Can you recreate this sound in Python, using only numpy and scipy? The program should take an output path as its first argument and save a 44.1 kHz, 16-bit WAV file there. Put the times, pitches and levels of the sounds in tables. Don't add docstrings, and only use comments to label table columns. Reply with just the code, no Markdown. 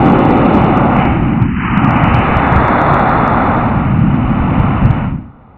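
import sys
import numpy as np
from scipy import signal
from scipy.fft import rfft, irfft, next_fast_len
from scipy.io import wavfile
from scipy.ndimage import uniform_filter1d

SR = 44100
rng = np.random.default_rng(int(sys.argv[2]) if len(sys.argv) > 2 else 0)


def generate_wav(signal):
    frames = np.transpose(np.atleast_2d(signal))
    scaled = np.clip(frames, -1, 1) * 32767
    pcm = np.round(scaled).astype(np.int16)
    wavfile.write(sys.argv[1], SR, pcm)


N = 245637

# time in seconds, tilt from upright in degrees, contact of the nozzle with the grass from 0 to 1.
ATTITUDE = [(0, 5, 0.05), (.6, 4.8, 0), (.88, 6, 0.29), (1.32, 8, 0.43), (1.57, 20, 0.96), (1.72, 35, 0.86),
            (1.95, 55, 0.5), (2.25, 101, 0.18), (2.8, 136, 0.26), (3.4, 114, 0.28), (4.0, 88, 0.37),
            (4.55, 82, 0.24), (5.15, 92, 0.35), (5.57, 92, 0)]
# time in seconds, roar in dB, nozzle crackle in dB, rumble in dB.
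LOUDNESS = [(0, -13, -29.5, -9.5), (.68, -14.5, -28, -10.5), (.88, -13.5, -32, -11),
            (1.02, -14, -22.5, -13), (1.2, -23, -31, -13), (1.42, -23.5, -32.5, -11),
            (1.51, -33, -32.5, -14.5), (1.64, -19, -23, -17), (1.87, -14, -25, -10), (2.2, -15, -21.5, -15),
            (2.9, -11, -23.5, -15), (3.55, -13.5, -29.5, -14.5), (4.0, -25, -34.5, -11),
            (4.35, -21.5, -33.5, -12.5), (4.65, -19, -31, -12), (5.0, -23.5, -33.5, -16)]
# time in seconds, peak before the turf in dB, pitch in Hz.
CHUFFS = [(0.062, 2.5, 198), (.083, -1, 206), (.101, -1.5, 260), (0.122, 0, 215), (.16, -2.5, 270),
          (0.229, -1, 260), (0.313, -2, 230), (.458, -0.5, 263), (0.548, 0.5, 223), (0.573, 0, 222),
          (0.993, 0, 172), (1.423, 1, 126), (1.776, 0.5, 180), (1.846, 0.5, 182), (2.039, 1, 138),
          (2.149, 0, 115), (2.37, -1.5, 126), (2.526, -2.5, 130), (2.565, -1.5, 113), (2.921, -3.5, 128),
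          (3.992, 0.5, 154), (4.084, -0.5, 160), (4.605, 0, 113), (4.854, 3.5, 110), (4.907, 2, 120)]
# time in seconds, half length in seconds, buffeting gain in dB, rumble gain in dB.
SURGES = [(1.095, .04, 8.5, 2), (1.23, .04, 5.5, 1.5), (2.106, 0.045, 9.5, 1), (2.175, 0.041, -1, 3.5),
          (2.315, .08, 8.5, -0.5), (2.581, 0.045, 10.5, 2), (4.06, 0.072, 1.5, 2), (4.28, 0.03, 6.5, 0),
          (4.42, 0.026, 11, -3), (4.604, 0.03, 8, 0.5), (4.864, 0.053, 13, 2.5)]
# frequency in Hz, relative level per Hz in dB.
ROAR_SPECTRUM = [(200, -16), (370, -3), (480, -1), (620, -3), (900, -1.5), (1030, -3.5), (1260, -2),
                 (1470, -8), (1600, -20), (2000, -17), (3000, -41)]
CRACKLE_SPECTRUM = [(700, -14), (1300, -3.5), (1620, -1.5), (1800, -3), (2250, 1), (2600, -1.5), (3000, -5),
                    (4000, -15)]
HISS_SPECTRUM = [(3150, -27.5), (3290, -5), (3450, 3.5), (3640, -1), (3850, -9), (4250, -10.5), (4500, -17)]
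RUMBLE_SPECTRUM = [(40, -6), (70, 0.5), (100, 2), (130, 2), (175, 0), (250, 1), (400, -1)]
BUFFET_SPECTRUM = [(10, -11), (22, -5), (45, -1), (65, 3.5), (85, -2.5), (130, -25.5)]

ROAR_TOP_HZ, HISS_TOP_HZ, MICROPHONE_TOP_HZ = 3060, 4400, 16000
JET_TRIM_DB = 0.5
RING_HZ, RING_OCTAVES, RING_DB, RING_DOWN_DB = 777, 0.13, 4, 4
LOW_RING_HZ, LOW_RING_OCTAVES, LOW_RING_DB = 546, .1, 5
CRACKLE_DB_PER_OCTAVE, RAISED_DB_PER_OCTAVE, SMOTHERED_DB_PER_OCTAVE = 1.5, 28.5, 12.5
HISS_DB, HISS_PER_ROAR, HISS_SMOTHER_DB, HISS_RAISED_DB = -35, 0.7, 20, 10
RUMBLE_LOW_HZ, LOW_RISE_HZ = 86, 35
RUMBLE_HIGH_HZ, HIGH_RISE_HZ = 246.3, 120
BUFFET_DB = -24.5
JET_OUT_S, JET_FALL_DB_PER_S = 5.035, 125
PLUME_OUT_S, PLUME_FALL_DB_PER_S = 5.134, 124
FIZZLE_ROAR_DB, FIZZLE_CRACKLE_DB, FIZZLE_HISS_DB = -45.5, -65, -80
FIZZLE_RUMBLE_DB, FIZZLE_BUFFET_DB = -42.5, -46.5
DIP_HZ, DIP_RISE_HZ, DIP_DB = 425, 160, 20


def jet():
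    roar_db, crackle_db, _ = curves(LOUDNESS, np.arange(N) / SR)
    flutter = colour(rng.standard_normal(N), [(6, -1.5), (70, -5.5), (180, -1.0)])
    flutter = steady(flutter, span_s=0.42)

    def burn(db, fizzle_db, flutter_db):
        gain = burnout(db, JET_OUT_S, JET_FALL_DB_PER_S, fizzle_db)
        return gain * undb(flutter_db * flutter)

    body = roar() * burn(roar_db + JET_TRIM_DB, FIZZLE_ROAR_DB, flutter_db=0.14)
    body += crackle() * burn(crackle_db + JET_TRIM_DB, FIZZLE_CRACKLE_DB, flutter_db=0.9)
    top = hiss() * burn(hiss_level(roar_db), FIZZLE_HISS_DB, flutter_db=1.0)
    return lowpass(body, ROAR_TOP_HZ) + lowpass(top, HISS_TOP_HZ)


def roar():
    def ring(f, t):
        down, _, contact = attitude(t)
        main_db = (RING_DB + RING_DOWN_DB * down) * bell(f, RING_HZ, RING_OCTAVES)
        low_db = LOW_RING_DB * down * bell(f, LOW_RING_HZ, LOW_RING_OCTAVES)
        return undb((main_db + low_db) * (1 - contact))

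    kicks = colour(eddies(per_s=9000, spread_db=1.0), ROAR_SPECTRUM)
    return steady(sweep(kicks, ring), span_s=0.027)


def crackle():
    def beam(f, t):
        _, up, contact = attitude(t)
        slope = CRACKLE_DB_PER_OCTAVE - RAISED_DB_PER_OCTAVE * up - SMOTHERED_DB_PER_OCTAVE * contact
        return undb(slope * np.log2(np.clip(f, 1700, 3100) / 2200))

    shocks = colour(eddies(per_s=4500, spread_db=1.0), CRACKLE_SPECTRUM)
    return steady(sweep(shocks, beam), span_s=0.27)


def hiss():
    return steady(colour(eddies(per_s=1300, spread_db=3.0), HISS_SPECTRUM), span_s=0.11)


def hiss_level(roar_db):
    _, up, contact = attitude(np.arange(N) / SR)
    return HISS_DB + HISS_PER_ROAR * roar_db - HISS_SMOTHER_DB * contact + HISS_RAISED_DB * up


def plume(low_order=2.3, high_order=4.6, smothered=0.75):
    def band(f, t):
        down, up, contact = attitude(t)
        free = 1 - smothered * contact
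        low_hz = RUMBLE_LOW_HZ + LOW_RISE_HZ * down * free
        high_hz = RUMBLE_HIGH_HZ + HIGH_RISE_HZ * (down ** 2 + up) * free
        low_edge = 1 + (low_hz / f) ** (2 * low_order)
        high_edge = 1 + (f / high_hz) ** (2 * high_order)
        return 1 / np.sqrt(low_edge * high_edge)

    noise = colour(rng.standard_normal(N), RUMBLE_SPECTRUM)
    return steady(sweep(noise, band), span_s=0.079)


def chuffing(rumble):
    for s, db, hz in CHUFFS:
        cycles = (np.arange(N) / SR - s) * hz
        lump = np.exp(-2 * cycles ** 2)
        swing = undb(db) * np.cos(2 * np.pi * cycles)
        rumble = (1 - lump) * rumble + lump * swing
    return rumble


def buffeting():
    return steady(colour(rng.standard_normal(N), BUFFET_SPECTRUM), span_s=0.072)


def surging(t):
    s, half_s, buffet_db, rumble_db = np.transpose(SURGES)
    swells = np.exp(-((t[:, None] - s) / half_s) ** 2)
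    return swells @ buffet_db, swells @ rumble_db


def burnout(db, out_s, fall_db_per_s, fizzle_db):
    spent_s = np.maximum(np.arange(N) / SR - out_s, 0)
    return np.hypot(undb(db - fall_db_per_s * spent_s), undb(fizzle_db))


def attitude(t):
    tilt, contact = curves(ATTITUDE, t)
    aim = np.cos(np.radians(tilt))
    return np.maximum(aim, 0), np.maximum(-aim, 0), np.clip(contact, 0, 1)


def turf(f, t, octaves=0.16, widen_octaves=.26):
    contact = attitude(t)[2]
    dip_hz = DIP_HZ + DIP_RISE_HZ * contact ** 3
    return undb(-DIP_DB * contact * bell(f, dip_hz, octaves + widen_octaves * contact))


def eddies(per_s, spread_db):
    chance, size = rng.random(N), rng.standard_normal(N)
    kicks = (chance < per_s / SR) * undb(spread_db * size)
    return (kicks - kicks.mean()) / kicks.std()


def colour(x, points):
    hz, db = np.transpose(points)
    size = next_fast_len(N)
    f = np.maximum(np.arange(size // 2 + 1) * SR / size, 1)
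    ends = np.minimum(f / hz[0], 1) ** 2 * np.minimum(hz[-1] / f, 1) ** 2
    shape = ends * undb(np.interp(np.log(f), np.log(hz), db))
    return irfft(rfft(x, size) * shape, size)[:N]


def sweep(x, gain):
    f, t, frames = signal.stft(x, SR, nperseg=2048)
    return signal.istft(frames * gain(np.maximum(f, 1)[:, None], t), SR)[1][:N]


def steady(x, span_s):
    size = max(int(span_s * SR), 1)
    power = uniform_filter1d(uniform_filter1d(x ** 2, size), size)
    return x / np.sqrt(power + 1e-12)


def lowpass(x, hz):
    return signal.sosfilt(signal.ellip(14, .1, 100, hz, fs=SR, output="sos"), x)


def bell(f, hz, octaves):
    return np.exp(-.5 * (np.log2(f / hz) / octaves) ** 2)


def undb(db):
    return 10 ** (np.asarray(db) / 20)


def curves(table, t):
    s, *columns = np.transpose(table)
    return [np.interp(t, s, c) for c in columns]


def scene():
    t = np.arange(N) / SR
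    buffet_surge_db, rumble_surge_db = surging(t)
    buffet_db = BUFFET_DB + buffet_surge_db
    rumble_db = curves(LOUDNESS, t)[2] + rumble_surge_db
    buffet_gain = burnout(buffet_db, PLUME_OUT_S, PLUME_FALL_DB_PER_S, FIZZLE_BUFFET_DB)
    rumble_gain = burnout(rumble_db, PLUME_OUT_S, PLUME_FALL_DB_PER_S, FIZZLE_RUMBLE_DB)
    buffet = buffeting() * buffet_gain
    motor = chuffing(plume() * rumble_gain) + jet()
    return (buffet + sweep(motor, turf))[None]


def record(dry):
    return lowpass(np.clip(dry, -1, 1), MICROPHONE_TOP_HZ)


dry = scene()
out = record(dry)
generate_wav(out)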